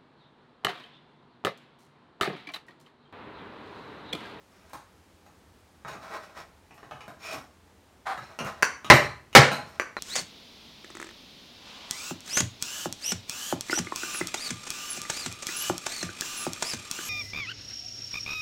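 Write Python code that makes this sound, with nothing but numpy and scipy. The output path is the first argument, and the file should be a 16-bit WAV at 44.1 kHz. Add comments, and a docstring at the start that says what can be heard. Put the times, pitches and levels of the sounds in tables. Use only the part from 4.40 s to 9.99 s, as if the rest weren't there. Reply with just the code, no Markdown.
"""A hammer strikes a glued wooden test piece on a workbench, on one microphone in a block-walled garage.
First the piece is slid and nudged into place: wood rubs, knocks and judders, with more room than direct
sound. The hammer clatters against it, lands twice so hard that the bench booms and the microphone
overloads, and comes to rest with two light taps. Loose tools and grit rattle after the blows,
over a low room tone."""
import sys
import numpy as np
from scipy import signal
from scipy.fft import rfft, irfft, next_fast_len
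from scipy.io import wavfile

SR = 44100
rng = np.random.default_rng(int(sys.argv[2]) if len(sys.argv) > 2 else 0)


def wav_record(signal):
    """Record a signal, one row per channel, as 16-bit PCM in the file named by sys.argv[1]."""
    frames = np.transpose(np.atleast_2d(signal))
    bounded = np.clip(frames, -1, 1)
    # unit amplitude maps onto the largest positive 16-bit level
    quanta = np.round(bounded * 32767).astype(np.int16)
    wavfile.write(sys.argv[1], SR, quanta)


N = 246519
T = np.arange(SR * 6 // 10) / SR  # seconds into one short sound

# Heavy hammer blows, each throwing loose things into the air:
# start_s, level_db, tilt_db_per_octave, loss_per_slap_db, boom_db, flight_s, landing_db
BLOWS = [(4.5008, 12, -3.5, 6.5, -13, .139, -29), (4.951, 13, -.3, 2.8, -7.5, .166, -14.5)]
# The piece put down and nudged: start_s, level_db, tilt_db_per_octave, corner_share
KNOCKS = [(.297, -39, 9, .1), (.333, -24.5, 6.5, .05), (.864, -42.5, 4, .2), (1.449, -28, -3.5, 0),
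          (1.483, -27, 3.5, .2), (1.552, -33, -2, 0), (2.309, -38, -4, .35), (2.379, -40, 0, .4),
          (2.43, -35.5, -3, .1), (2.511, -27.5, -4, .3), (2.607, -32, 1, .55), (2.68, -31, -2.5, 0),
          (2.937, -28, -5, .1), (3.777, -25.5, -3, .1), (3.989, -20.5, 3, .75), (4.008, -23, -9, 0),
          (4.047, -25, 8, 0), (4.4456, -23, 3, .3), (4.929, -31, 6, .9)]
# Resonances of the piece lying free: centre_hz, width_hz, lift_db
FREE_RESONANCES = [(637, 120, 6.5), (837, 23, 9.7), (1036, 50, 3.7), (1274, 61, 5), (1563, 90, 1),
                   (2535, 150, 2), (3860, 260, 11), (5390, 82, 5.3), (6650, 200, 11), (9130, 200, 5.7)]


def hammer_blows():
    """The hammer lands: the wood cracks, slaps the bench ever weaker and duller, buzzes and rings."""
    # Spectrum of the crack: frequency_hz, level_db
    colour = [(25, -45), (60, -18), (120, -8.5), (240, -6.5), (400, -3), (600, -2.5), (950, -6), (1300, -4),
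              (2100, -3), (3000, -10), (4200, -8), (6500, -16), (10000, -26), (15500, -30.5)]
    # Resonances of the piece pressed hard onto the bench: centre_hz, width_hz, lift_db
    pressed = [(335, 25, 5), (402, 25, 5), (590, 50, 5), (812, 40, 7), (1000, 30, 4), (1182, 30, 4),
               (1305, 50, 5), (1680, 100, 4), (1992, 35, 4), (2092, 35, 4), (2305, 50, 6), (2890, 30, 5)]
    # Modes of the piece on the bench top: pitch_hz, level_db, t60_s
    wood_modes = [(215, 1, .2), (262, 1, .2), (335, 4, .25), (402, 3, .25), (583, 3, .33), (636, -1, .25),
                  (810, 0, .25), (1181, -8, .45), (1303, -2, .3), (1648, -5, .3), (1813, -7, .3),
                  (1995, -7, .3), (2310, -5, .3), (3190, -18, .4), (4210, -17, .5), (4520, -17, .42)]
    slap_gap_s, dulling_db_per_octave = .009, 1
    out = np.zeros(N)
    for start_s, blow_db, tilt, loss_db, *_ in BLOWS:
        for slap in range(3):
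            s, db = start_s + slap * slap_gap_s, blow_db - slap * loss_db
            click = contact(colour, tilt - slap * dulling_db_per_octave, pressed)
            crack = chatter(click, db=3.5, t60=.043)
            add(out, s, amp(db) * garage(crack, wet_db=-5.5, build_s=.0018))
            add(out, s, amp(db - 38) * ring(wood_modes, blur_hz=5.5))
    return out


def bench_boom():
    """Under a blow or nudge the heavy top swells into a short boom, then hums on in its lowest modes."""
    # Modes of the bench top: pitch_hz, level_db, t60_s
    modes = [(78, -12.5, 0.33), (119, -3, 0.36), (140.2, 1, 0.56)]
    give_s = .0045  # the top gives way just after the contact
    swell = np.exp(-((T - .039) / .02) ** 2) + .3 * np.exp(-((T - .008) / .007) ** 2)
    boom = np.zeros(len(T))
    for hz, db, t60 in modes:
        hum = amp(-5 - 60 * T / t60)
        boom += amp(db - 9.5) * (swell + hum) * np.cos(2 * np.pi * hz * (T - .042))
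    boom *= 1 - np.exp(-T / .002)
    out = np.zeros(N)
    for s, _, _, _, boom_db, _, _ in BLOWS:
        add(out, s + give_s, amp(boom_db) * boom)
    for s, db, tilt, _ in KNOCKS:
        add(out, s + give_s, amp(db - 21 - .8 * tilt) * boom)  # dull, flat contacts move it most
    return out


def hammer_taps():
    """The steel head touches the wood: a dry clack and a thin ring, stronger the harder the contact."""
    # Light hammer contacts: start_s, level_db, tilt_db_per_octave
    taps = [(4.2250, -8, 4.5), (4.2298, -2, .5), (5.3981, -6.5, -1.5), (5.5679, -18.5, -4.5)]
    # Spectrum of the clack: frequency_hz, level_db
    colour = [(30, -43.5), (110, -20), (220, -8), (480, -3), (1000, 0), (1700, 2.5), (2500, -3),
              (3500, -21), (6000, -17), (10000, -30), (15500, -34)]
    # Modes of the steel head: pitch_hz, level_db, t60_s
    head_modes = [(2649, -9, 0.063), (4380, -19.5, .14), (4570, -3, .12), (5809, -2, .15),
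                  (6080, -1.5, .13), (7190, -6, 0.099), (9087, -9.5, .1)]
    out = np.zeros(N)
    for s, db, tilt in taps:
        clack = chatter(contact(colour, tilt), db=-4.5, t60=.025)
        add(out, s, amp(db) * garage(clack, wet_db=-7, build_s=.002))
        steel = garage(ring(head_modes, blur_hz=110), wet_db=-5.5, build_s=.0023)
        add(out, s, amp(db - 31 + 2.3 * tilt) * steel)
    return out


def knocks():
    """The piece and loose things land on the bench, heard mostly off the walls; a corner adds a clack."""
    # Spectrum of wood on wood: frequency_hz, level_db
    colour = [(30, -34), (100, -6), (220, 1), (420, -3), (700, -2), (1300, 0.5), (2200, -8.5),
              (3500, -20.5), (6500, -24), (10000, -32.5), (15500, -37)]
    # Modes of a hard corner: pitch_hz, level_db, t60_s
    corner_modes = [(2555, -1.5, 0.029), (2854, -3, 0.03), (4160, -16.5, 0.039), (5520, -10.5, 0.027),
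                    (6200, -17.5, .035), (9140, -23.5, .03)]
    landing_tilt, landing_corner = 2, .25
    falls = [(s, db, landing_tilt, landing_corner) for s, db in landings()]
    out = np.zeros(N)
    for s, db, tilt, corner_share in KNOCKS + falls:
        knock = chatter(contact(colour, tilt, FREE_RESONANCES), db=3, t60=.033)
        clack = corner_share * amp(-4) * ring(corner_modes, blur_hz=60)
        add(out, s, amp(db - 3) * garage(knock + clack, wet_db=4, build_s=.0024))
    return out


def loose_tools():
    """Loose steel is jolted and jingles in a few high modes."""
    # Jolts of the tools: start_s, level_db
    jingles = [(3.823, -50), (4.64, -40), (5.116, -35.5), (5.568, -39)]
    # Modes of the tools: pitch_hz, level_db, t60_s
    modes = [(4030, 0, 0.15), (4200, -3, 0.36), (4520, -16, 0.17), (5900, -19.5, 0.31), (7250, -23.5, 0.29),
             (8950, -18, 0.32)]
    out = np.zeros(N)
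    for s, db in jingles:
        add(out, s, amp(db - 8) * garage(ring(modes, blur_hz=39.6), wet_db=.5, build_s=.0073))
    return out


def grit():
    """Tiny hard bits bounce in quickly fading sprays of bright ticks."""
    # Grit skittering over the bench: start_s, level_db
    sprays = [(2.34, -44), (2.68, -38), (2.926, -28), (3.777, -40), (4.048, -43), (4.538, -11.5),
              (5.289, -44)]
    tick_colour = [(1000, -37), (4500, -4.5), (9000, -.5), (10500, -7.5), (13000, 1), (15500, -14)]
    tick = contact(tick_colour, tilt=0)
    bounces_per_s, t60 = 500, .09
    out = np.zeros(N)
    for s, db in sprays + [(s, db - 11) for s, db in landings()]:
        hits = rng.random(len(T)) < bounces_per_s / SR
        bounces = hits * rng.standard_normal(len(T)) * amp(-60 * T / t60)
        spray = signal.fftconvolve(bounces / np.linalg.norm(bounces), tick)[:len(T)]
        add(out, s, amp(db) * garage(spray, wet_db=1.5, build_s=.005))
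    return out


def slides():
    """The grain catches and slips hundreds of times a second: the flat rubs and hisses, an edge rasps."""
    # Pushes that slide the piece: start_s, rise_s, hold_s, level_db, edge_share
    pushes = [(.10, .03, .18, -64, .5), (1.465, .015, .065, -45.5, .3), (1.605, .025, .08, -46.5, .1),
              (1.70, .04, .015, -36.5, .03), (1.81, .02, .02, -51, .4), (1.87, .03, .02, -53.5, 0),
              (1.95, .025, .01, -41, .28), (2.805, .04, .075, -45.5, .9), (2.89, .04, .012, -39.5, .5),
              (3.80, .03, .02, -56, .7), (3.87, .03, .045, -51.5, 0), (4.05, .015, .015, -35.5, .12),
              (4.14, .03, .05, -51, 0), (5.24, .03, .09, -53.5, .5)]
    # Spectrum of the low rub: frequency_hz, level_db
    rub_colour = [(40, -29.5), (100, -12.5), (300, -5.5), (450, -4), (600, -1), (850, -2), (1200, 1.5),
                  (2000, -6.5), (2800, -26), (4000, -30.5), (8000, -60.5)]
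    # Spectrum of the friction hiss: frequency_hz, level_db
    hiss_colour = [(1200, -31.5), (2300, -0.5), (3300, -4), (5500, -4), (10000, -16.5), (15500, -18)]
    # Resonances of a dragged edge: centre_hz, width_hz, lift_db
    edge_resonances = [(2400, 300, 15), (3070, 150, 5), (3630, 180, 2), (5400, 240, 14), (6700, 200, 10),
                       (9400, 300, 10)]
    slips_per_s = 700
    rub, hiss, rasp = np.zeros((3, N))
    for start_s, rise_s, hold_s, db, edge_share in pushes:
        gain = push(start_s, rise_s, hold_s, db)
        treble = gain * amp(-14.5 + 19 * edge_share)
        rub = np.hypot(rub, gain)  # overlapping pushes add in power
        hiss = np.hypot(hiss, (1 - edge_share) * treble)
        rasp = np.hypot(rasp, edge_share * treble)
    slips = (rng.random(N) < slips_per_s / SR) * rng.uniform(-1.34, 1, N)
    slips = garage(slips, wet_db=3, build_s=.0027)[:N]
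    return (rub * coloured(slips, rub_colour, FREE_RESONANCES)
            + hiss * coloured(slips, hiss_colour)
            + rasp * coloured(slips, hiss_colour, edge_resonances))


def judder():
    """Under one hard shove the piece sticks and slips almost regularly: a short, hoarse squeak."""
    # Spectrum of the squeak: frequency_hz, level_db
    colour = [(100, -19), (450, -4.5), (750, -1), (1150, 2.5), (2100, -9), (2800, -18.5), (3800, -16.5),
              (5000, -25.5), (10000, -32.5), (15500, -42.5)]
    stick_slip_hz = 760
    cycles = np.cumsum(stick_slip_hz / SR + .022 * rng.standard_normal(N))
    slip_count = np.floor(np.maximum.accumulate(cycles))
    slips = np.diff(slip_count, prepend=0) * amp(2 * rng.standard_normal(N))
    squeak = garage(slips - slips.mean(), wet_db=1, build_s=.0035)[:N]
    return push(start_s=3.658, rise_s=.011, hold_s=.05, db=-31) * coloured(squeak, colour)


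def garage(sound, wet_db, build_s):
    """The way to the microphone: direct, off the nearest surfaces, and as a tail built up in the clutter."""
    # Decay of the room: frequency_hz, t60_s
    decay = [(60, 0.71), (160, .43), (420, 0.36), (1100, 0.41), (2900, 0.37), (7700, 0.34), (15000, 0.22)]
    # First reflections: delay_s, level_db
    walls = [(.005, -13), (0.0137, -13), (0.0218, -13)]
    hz, t, noise = signal.stft(rng.standard_normal(len(T)), SR, nperseg=256)
    fade = amp(-60 * t / along(decay, hz)[:, None])
    tail = signal.istft(noise * fade, SR, nperseg=256)[1][:len(T)]
    tail *= 1 - np.exp(-T / build_s)
    response = amp(wet_db) * tail / np.linalg.norm(tail)
    response[0] += 1
    for delay_s, db in walls:
        response[round(delay_s * SR)] += amp(db)
    return signal.fftconvolve(sound, response)


def room_tone():
    """A low rumble and faint hiss fill the garage."""
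    # Spectrum of the quiet room: frequency_hz, level_db
    colour = [(12, -57), (20, -27), (81, -1.5), (130, -16), (187, -11), (285, -13), (377, -15),
              (642, -18.5), (698, -19), (897, -18), (1120, -21.5), (1330, -22), (2390, -27), (7310, -33.5),
              (16000, -42.5)]
    return amp(-58.5) * coloured(rng.standard_normal(N), colour)


def landings():
    """What each blow throws up comes down one flight later: start_s, level_db."""
    return [(s + flight_s, db) for s, *_, flight_s, db in BLOWS]


def push(start_s, rise_s, hold_s, db):
    """Gain of one push: it gathers force, holds and dies away."""
    rise_db, fall_db_per_s = 14, 195
    t = np.arange(N) / SR - start_s
    swell_db = rise_db * np.minimum(t / rise_s - 1, 0)
    fade_db = fall_db_per_s * np.maximum(t - rise_s - hold_s, 0)
    return amp(db + swell_db - fade_db) * np.clip(2 * t / rise_s + 1, 0, 1)


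def contact(colour, tilt, resonances=(), size=4096):
    """A click of peak 1; harder contacts tilt the treble up (dB per octave)."""
    hz = np.fft.rfftfreq(size, 1 / SR)
    db = along(colour, hz) + lift(resonances, hz) + tilt * np.log2(1 + hz / 1500)
    cepstrum = irfft(np.log(amp(db)))
    cepstrum[1:size // 2] *= 2  # minimum phase: nothing sounds before the hit
    cepstrum[size // 2 + 1:] = 0
    click = irfft(np.exp(rfft(cepstrum)))
    return np.pad(click / np.abs(click).max(), (0, len(T) - size))


def chatter(click, db, t60):
    """A click plus the buzz of the surfaces just after they meet."""
    buzz = rng.standard_normal(len(T)) * amp(-60 * T / t60)
    return click + amp(db) * signal.fftconvolve(click, buzz / np.linalg.norm(buzz))[:len(T)]


def ring(modes, blur_hz):
    """Damped modes, struck at new strengths each time; rattling contact blurs their lines."""
    hz, db, t60 = np.transpose(modes)[:, :, None]
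    strength, phase = rng.standard_normal((2, len(modes), 1))
    walk = np.cumsum(rng.standard_normal((len(modes), len(T))), axis=1)
    drift = walk * np.sqrt(2 * np.pi * blur_hz / SR)
    envelope = amp(db + 2 * strength - 60 * T / t60)
    return np.sum(envelope * np.sin(2 * np.pi * (hz * T + phase) + drift), axis=0)


def coloured(x, colour, resonances=()):
    """x shaped by a spectrum and resonances, at rms 1."""
    shaped = filtered(x, lambda hz: amp(along(colour, hz) + lift(resonances, hz)))
    return shaped / np.sqrt(np.mean(shaped ** 2) + 1e-20)


def filtered(x, response):
    """x through a gain that depends on frequency."""
    size = next_fast_len(N + SR // 2)
    return irfft(rfft(x, size) * response(np.fft.rfftfreq(size, 1 / SR)), size)[:N]


def lift(resonances, hz):
    """dB added around each resonance."""
    return sum(db / (1 + (2 * (hz - centre) / width) ** 2) for centre, width, db in resonances)


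def along(points, hz):
    """A curve through (Hz, value) points on a log axis."""
    frequencies, values = np.transpose(points)
    return np.interp(np.log(hz + 1), np.log(frequencies), values)


def amp(db):
    return 10 ** (np.asarray(db) / 20)


def add(track, s, sound):
    """Mix a sound into a track from time s on."""
    start = round(s * SR)
    track[start:start + len(sound)] += sound[:N - start]


def scene():
    """Everything that reaches the microphone, in mono."""
    hammering = hammer_blows() + bench_boom() + hammer_taps()
    return (hammering + knocks() + loose_tools() + grit() + slides() + judder() + room_tone())[None]


def record(dry):
    """The input clips on the heavy blows; the deepest bass and the top of the treble roll off."""
    bass_cut_hz, top_hz = 45, 16000
    clipped = dry[0] / (1 + np.abs(dry[0]) ** 8) ** (1 / 8)
    bass_cut = signal.butter(2, bass_cut_hz, "highpass", fs=SR, output="sos")
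    thinned = signal.sosfilt(bass_cut, clipped)
    return filtered(thinned, lambda hz: 1 / (1 + (hz / top_hz) ** 120))[None]


dry = scene()
out = record(dry)
wav_record(out)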